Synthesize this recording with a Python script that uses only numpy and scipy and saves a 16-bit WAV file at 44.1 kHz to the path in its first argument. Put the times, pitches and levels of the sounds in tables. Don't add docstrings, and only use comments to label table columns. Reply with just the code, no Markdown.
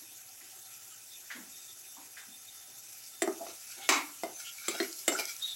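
import sys
import numpy as np
from scipy import signal
from scipy.fft import rfft, irfft
from scipy.io import wavfile

SR = 44100
rng = np.random.default_rng(int(sys.argv[2]) if len(sys.argv) > 2 else 0)


def output_pcm(signal):
    pcm = np.clip(np.atleast_2d(signal).T, -1, 1) * 32767
    wavfile.write(sys.argv[1], SR, np.round(pcm).astype(np.int16))


N = 244755
TIME, RING_TIME = np.arange(N) / SR, np.arange(SR // 2) / SR

HUM_SPECTRUM = [(25, -6), (55, -12.5), (85, -0.5), (115, 6), (160, -5.5), (250, -3.5), (500, -5.5),
                (780, 0.5), (1200, -18.5)]
KITCHEN_DECAY = [(200, 0.27), (1000, 0.28), (5000, 0.12), (14000, 0.1)]

# t/s, low thud/dB, hollow knock/dB, steel clack/dB, bright tick/dB
SPATULA_KNOCKS = [(3.22, -35.5, -34, -37.5, -34), (3.2750, -33.5, -33, -55.5, -53),
                  (3.4660, -74, -46.5, -58, -71), (3.8900, -40.5, -37, -33, -31),
                  (4.2344, -43, -36, -45.5, -50), (4.6821, -38, -45.5, -38, -33.5),
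                  (4.8010, -34.5, -39.5, -35, -72), (4.828, -49, -54, -46, -73),
                  (5.0790, -33.5, -32.5, -32.5, -28.5)]
THUD_MODES = [(255, -4, 0.076), (335.3, 5.5, 0.064), (400, 2.5, 0.051)]
HOLLOW_MODES = [(481, -5.5, 0.01), (627, -16, 0.051), (704, -10, 0.02)]
BLADE_MODES = [(1316, -8, 0.062), (1352, -3, 0.031), (1830, -5, 0.027), (2028, 9.5, 0.019),
               (2197, -7.5, 0.085), (2990, -2.5, 0.055), (3572, -6, 0.061), (4410, -3.5, 0.054),
               (5070, -2.5, 0.034)]
BLADE_OVERTONES = [(5600, -33, 0.12), (6030, 11, 0.097), (7100, 12, 0.069), (7500, -20, 0.12),
                   (7260, -8, 0.026), (8220, 22, 0.052), (12230, 7.5, 0.06)]
TICK_SPECTRUM = [(1100, -6), (2000, -19), (4000, -11.5), (6200, -14.5), (7500, 3.5), (8400, -15),
                 (9400, -13), (11400, -6), (13500, -44), (15500, -9)]
BUMP_SPECTRUM = [(110, -16), (300, -8), (560, -8.5), (900, -5), (1400, -4), (2200, -31), (4000, -61)]

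WALL_STRIKES = [(3.89, -24), (3.9000, -35), (3.9220, -28), (3.937, -32), (3.9580, -36)]
WALL_MODES = [(335, -11, 0.44), (766, 7, 0.31), (924, 5.5, 0.34), (1130, 7, 0.29), (1180, 4, 0.47),
              (1365.6, -5.5, 0.69), (1480, -16, 0.13), (2180, 12, 0.36), (2370, -1, 0.19),
              (2350, 13, 0.055), (2534, 5, 0.12), (3100, -39, .26), (3130, -38, 0.12), (3910, 1.5, 0.4),
              (3930, -11, 0.43), (3860, 8.5, 0.2), (5023, 2, 0.2), (5600, -23, 0.28), (6180, 22.5, 0.039),
              (7100, 0, 0.17)]
CROWD_SPECTRUM = [(200, -17), (290, 5.5), (480, -15), (680, -5), (1100, 5), (1600, -6), (2300, 3.5),
                  (3000, -7.5), (7600, -4), (9300, -25), (11400, -21.5), (15000, -28)]
CROWD_DECAY = [(250, 0.42), (1100, 0.33), (2500, 0.33), (7000, 0.22), (12000, 0.54)]

# firmest press t/s, build-up/s, steel grinding/dB, wet hiss/dB
BLADE_STROKES = [(3.08, 0.43, -66, -53), (3.499, 0.081, -48.5, -58), (3.718, 0.043, -57, -44.5),
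                 (3.863, 0.2, -47, -69), (4.4, 0.023, -44.5, -43), (4.482, .1, -51.5, -48.5),
                 (4.585, 0.035, -48, -62), (4.67, 0.085, -45, -57), (4.765, 0.12, -42, -49),
                 (4.85, 0.17, -49, -42.5), (5.0, 0.22, -69, -45), (5.127, 0.022, -40, -41),
                 (5.2, 0.037, -35, -33.5), (5.296, 0.057, -43.5, -38.5)]
FOOD_SHOVES = [(3.42, -44.5), (3.495, -52), (3.788, -55.5), (3.863, -60), (4.295, -52.5), (4.75, -44.5),
               (4.85, -57), (5.126, -37), (5.197, -42.5)]
SHOVE_SPECTRUM = [(190, -18.5), (340, 2.5), (510, -8), (660, -1.5), (850, -5), (1100, -16.5), (2500, -40)]
GRIT_SPECTRUM = [(700, -15.5), (1050, -26.5), (1400, 7), (1800, -9), (2400, -2), (3200, -5), (4500, -3.5),
                 (8000, -15), (10000, -24)]
HISS_SPECTRUM = [(2500, -33), (4200, -9), (5300, 0.5), (6200, -1.5), (7000, -13), (7900, -4), (9400, -25.5),
                 (11400, -3), (13500, -28), (15600, -13)]
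BLADE_SQUEAKS = [(1.091, 0.091, 3620, 250, -59), (1.507, 0.13, 3690, 140, -62.5),
                 (1.669, 0.062, 3590, 160, -58.5), (2.472, 0.035, 3700, 200, -54.5),
                 (3.398, 0.057, 655, 40, -45), (3.778, 0.085, 781, 59.6, -56.5),
                 (3.81, 0.071, 3350, 900, -51), (4.316, 0.15, 6170, 199, -52.5),
                 (4.437, 0.081, 3050, 505, -49), (5.101, 0.078, 7520, 700, -41.5),
                 (5.147, 0.023, 1420, 153, -37), (5.186, 0.017, 2430, 201.1, -38.5),
                 (5.383, 0.17, 3840, 820, -51), (5.413, 0.061, 3720, 100, -36.5),
                 (5.46, .1, 3620, 274, -44.5)]

# t/s, puff f/Hz, puff level/dB, gulp delay/s, gulp f/Hz, gulp level/dB
STEAM_PLOPS = [(0, 1700, -84, 0, 292, -63), (0.405, 2060, -59, 0, 313, -68),
               (1.3, 1760, -41.5, 0.047, 247, -48.5), (1.965, 930, -55.5, 0, 278, -63),
               (2.165, 1720, -48.5, .1, 240, -63.5), (2.67, 644, -69.5, 0, 250, -69.5)]
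PAN_RESONANCES = [(371, 72, -79.5), (767, 68, -76), (1327, 120, -72.5), (1518, 58, -76.5), (2510, 280, -68),
                  (2942, 370, -71), (3595, 87, -68)]
OIL_SPECTRUM = [(500, -24), (800, -16.5), (1050, -14.5), (1380, -15.5), (1800, -7.5), (2600, -10.5),
                (4300, -7), (6000, 1.5), (8200, -0.5), (9700, -7.5), (11400, 4), (12700, -9), (14000, -13),
                (15400, -5.5)]
FRYING_LEVEL = [(0, -50.5), (0.6, -50), (1.2, -50), (1.8, -50), (2.4, -50.5), (3.0, -49.5), (3.6, -47.5),
                (4.2, -48.5), (4.8, -46.5), (5.55, -46.5)]
OIL_SPITS = [(2.884, -66), (3.513, -58), (4.171, -81), (4.928, -48), (4.992, -53), (5.254, -42),
             (5.365, -50)]


def amp(db):
    return 10 ** (np.asarray(db) / 20)


def unit(x):
    return x / np.sqrt(np.mean(x ** 2) + 1e-20)


def unit_blow(x, blow_s=0.03):
    return x / np.sqrt(np.sum(x ** 2) / (blow_s * SR) + 1e-20)


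def read(points, hz):
    f, value = np.transpose(points)
    return np.interp(np.log(hz + 1), np.log(f + 1), value)


def add(mix, s, sound):
    part = mix[max(round(s * SR), 0):][:len(sound)]
    part += sound[:len(part)]


def colour(x, spectrum, size=4096):
    hz = abs(np.fft.fftfreq(size, 1 / SR))
    log_gain = np.log(amp(read(spectrum, hz)) * np.clip(hz / spectrum[0][0], 0.01, 1) ** 2)
    taps = np.fft.ifft(np.exp(np.conj(signal.hilbert(log_gain)))).real[:size // 2]
    return signal.oaconvolve(x, taps)[:len(x)]


def ring(modes, detune=0, scatter_db=0):
    t, out = RING_TIME, 0
    for (hz, db, t60), (shift, share, sign) in zip(modes, rng.uniform(-1, 1, (len(modes), 3))):
        decay = amp(db + scatter_db * share - 60 * t / t60)
        out = out + np.sign(sign) * decay * np.sin(2 * np.pi * hz * (1 + detune * shift) * t)
    return unit_blow(out)


def tail(t60s):
    hz, t, bands = signal.stft(rng.standard_normal(len(RING_TIME)), SR, nperseg=256)
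    decay = amp(-60 * t / read(t60s, hz)[:, None])
    return signal.istft(bands * decay, SR, nperseg=256)[1][:len(RING_TIME)]


def wander(per_s):
    steps = int(N / SR * per_s * 8) + 2
    lowpass = np.exp(-(8 * np.fft.rfftfreq(steps)) ** 2)
    smooth = irfft(rfft(rng.standard_normal(steps)) * lowpass, steps)
    return unit(np.interp(TIME, np.linspace(0, N / SR, steps), smooth))


def crackle(per_s, spread_db):
    size = amp(spread_db * np.minimum(rng.exponential(1, N), 5))
    return unit(size * rng.choice([-1, 1], N) * (rng.random(N) < per_s / SR))


def shifting(x, depth_db, span_hz, span_s):
    bands = signal.stft(x, SR, nperseg=1024, noverlap=768)[2]
    field = np.fft.fft2(rng.standard_normal(bands.shape))
    across = np.fft.fftfreq(bands.shape[0], SR / 1024)[:, None] * span_hz
    along = np.fft.fftfreq(bands.shape[1], 256 / SR) * span_s
    patches = unit(np.fft.ifft2(field * np.exp(-(2 * across) ** 2 - (2 * along) ** 2)).real)
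    return unit(signal.istft(bands * amp(depth_db * patches), SR, nperseg=1024, noverlap=768)[1][:N])


def swing(width_hz, size):
    kicks = rng.standard_normal(size) + 1j * rng.standard_normal(size)
    return signal.sosfilt(signal.butter(2, width_hz / 2, fs=SR, output="sos"), kicks)


def swell(s, rise_s, fall_s):
    return amp(-20 * np.minimum(np.maximum((s - TIME) / rise_s, (TIME - s) / fall_s), 10))


def puff(pitch_hz, width, swell_s, t60):
    t = RING_TIME
    hz = np.fft.rfftfreq(len(t), 1 / SR) + 1
    cavity = 1 / (1 + (np.log(hz / pitch_hz) / width) ** 4)
    rush = unit(irfft(rfft(rng.standard_normal(len(t))) * cavity, len(t)))
    return rush * np.minimum(t / swell_s, 1) * amp(-60 * np.maximum(t - swell_s, 0) / t60)


def kitchen_hum():
    return amp(-70) * unit(colour(rng.standard_normal(N), HUM_SPECTRUM))


def kitchen_echo(x):
    echoes = tail(KITCHEN_DECAY) * (1 - np.exp(-RING_TIME / 0.0024))
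    return signal.oaconvolve(x, echoes / np.linalg.norm(echoes))[:N]


def squeaks():
    out = np.zeros(N)
    for s, length_s, hz, width_hz, db in BLADE_SQUEAKS:
        grip = swing(width_hz, size=len(RING_TIME))
        grip = grip / np.sqrt(abs(grip) + 1e-12)
        tone = (grip * np.exp(2j * np.pi * hz * RING_TIME)).real[-round(length_s * SR):]
        add(out, s, amp(db) * unit(tone * signal.windows.tukey(len(tone), 0.6)))
    return out


def stirring():
    shove = sum(amp(db) * swell(s, rise_s=0.037, fall_s=0.052) for s, db in FOOD_SHOVES)
    grind = sum(amp(db) * swell(s, rise_s, fall_s=0.042) for s, rise_s, db, _ in BLADE_STROKES)
    flare = sum(amp(db) * swell(s, rise_s, fall_s=0.05) for s, rise_s, _, db in BLADE_STROKES)
    food = unit(colour(crackle(per_s=2500, spread_db=0), SHOVE_SPECTRUM)) * shove
    grit = colour(crackle(per_s=5400, spread_db=1.5) * amp(3.5 * wander(per_s=180)), GRIT_SPECTRUM)
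    slips = shifting(grit, depth_db=4.5, span_hz=140, span_s=0.07) * grind
    upper_wall = ring([mode for mode in WALL_MODES if mode[0] > 1250])
    wall_ring = signal.oaconvolve(slips, upper_wall / np.linalg.norm(upper_wall))[:N]
    steam = colour(crackle(per_s=6000, spread_db=3), HISS_SPECTRUM)
    hiss = shifting(steam, depth_db=4, span_hz=170, span_s=0.05) * flare
    return food + amp(-1) * slips + amp(-10) * wall_ring + hiss


def knocks():
    out, t = np.zeros(N), RING_TIME
    steel_onset = 1 - np.exp(-t / 0.0003)
    cushioned_onset = 1 - np.exp(-t / 0.0015)
    for s, thud_db, hollow_db, clack_db, tick_db in SPATULA_KNOCKS:
        contact = rng.standard_normal(len(t)) * (np.exp(-t / 0.0032) + 0.66 * np.exp(-t / 0.012))
        tick = unit_blow(colour(contact, TICK_SPECTRUM))
        tick += amp(-6) * ring(BLADE_OVERTONES, detune=0.018, scatter_db=2.5)
        clack = ring(BLADE_MODES, detune=0.061, scatter_db=8)
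        clack += amp(-9.5) * unit_blow(colour(contact, GRIT_SPECTRUM))
        add(out, s, (amp(tick_db) * tick + amp(clack_db) * clack) * steel_onset)
        thud = amp(thud_db) * ring(THUD_MODES, detune=0.022)
        hollow = amp(hollow_db) * ring(HOLLOW_MODES, detune=0.026)
        bump = amp(hollow_db - 9) * unit_blow(colour(contact, BUMP_SPECTRUM))
        add(out, s, (thud + hollow) * cushioned_onset + bump)
    return signal.sosfilt(signal.butter(3, 200, "high", fs=SR, output="sos"), out)


def clang():
    out = np.zeros(N)
    for s, db in WALL_STRIKES:
        crowd = unit_blow(colour(tail(CROWD_DECAY), CROWD_SPECTRUM))
        modes = ring(WALL_MODES, detune=0.003, scatter_db=2)
        add(out, s, amp(db) * (amp(-0.5) * crowd + amp(-6) * modes))
    return signal.sosfilt(signal.butter(2, 190, "high", fs=SR, output="sos"), out)


def pan_singing():
    out = np.zeros(N)
    for hz, width_hz, db in PAN_RESONANCES:
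        tone = (swing(width_hz, size=N) * np.exp(2j * np.pi * hz * TIME)).real
        out += amp(db) * unit(tone * amp(4 * wander(per_s=12)))
    return out


def plops():
    out = np.zeros(N)
    for s, puff_hz, puff_db, delay_s, gulp_hz, gulp_db in STEAM_PLOPS:
        steam = puff(puff_hz, width=0.22, swell_s=0.0058, t60=0.33)
        spray = puff(puff_hz, width=1, swell_s=0.013, t60=0.48)
        add(out, s, amp(puff_db) * (steam + amp(-5.5) * spray))
        gulp = puff(gulp_hz, width=0.23, swell_s=0.024, t60=0.39)
        overtone = puff(gulp_hz * 1.7, width=0.84, swell_s=0.024, t60=0.39)
        add(out, s + delay_s, amp(gulp_db) * (gulp + amp(-8) * overtone))
    return out


def sizzle():
    pops = crackle(per_s=9000, spread_db=1.5) * amp(0.74 * wander(per_s=41))
    oil = shifting(colour(pops, OIL_SPECTRUM), depth_db=1.84, span_hz=500, span_s=0.024)
    oil *= amp(np.interp(TIME, *np.transpose(FRYING_LEVEL)))
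    for s, db in OIL_SPITS:
        snap = rng.standard_normal(len(RING_TIME)) * np.exp(-RING_TIME / 0.0017)
        add(oil, s, amp(db) * unit_blow(colour(snap, HISS_SPECTRUM)))
    return oil


def scene():
    blows = knocks()
    strokes = stirring() + squeaks()
    frying = sizzle() + pan_singing() + plops()
    hum = kitchen_hum()
    strikes = blows + amp(-6.5) * kitchen_echo(blows) + clang()
    scrapes = strokes + amp(-10.5) * kitchen_echo(strokes)
    return (hum + scrapes + strikes + frying)[None]


def record(dry, edge_hz=16000):
    lowpass = signal.firwin(401, edge_hz, window=("kaiser", 8), fs=SR)
    return signal.oaconvolve(dry, lowpass[None], "same")


dry = scene()
out = record(dry)
output_pcm(out)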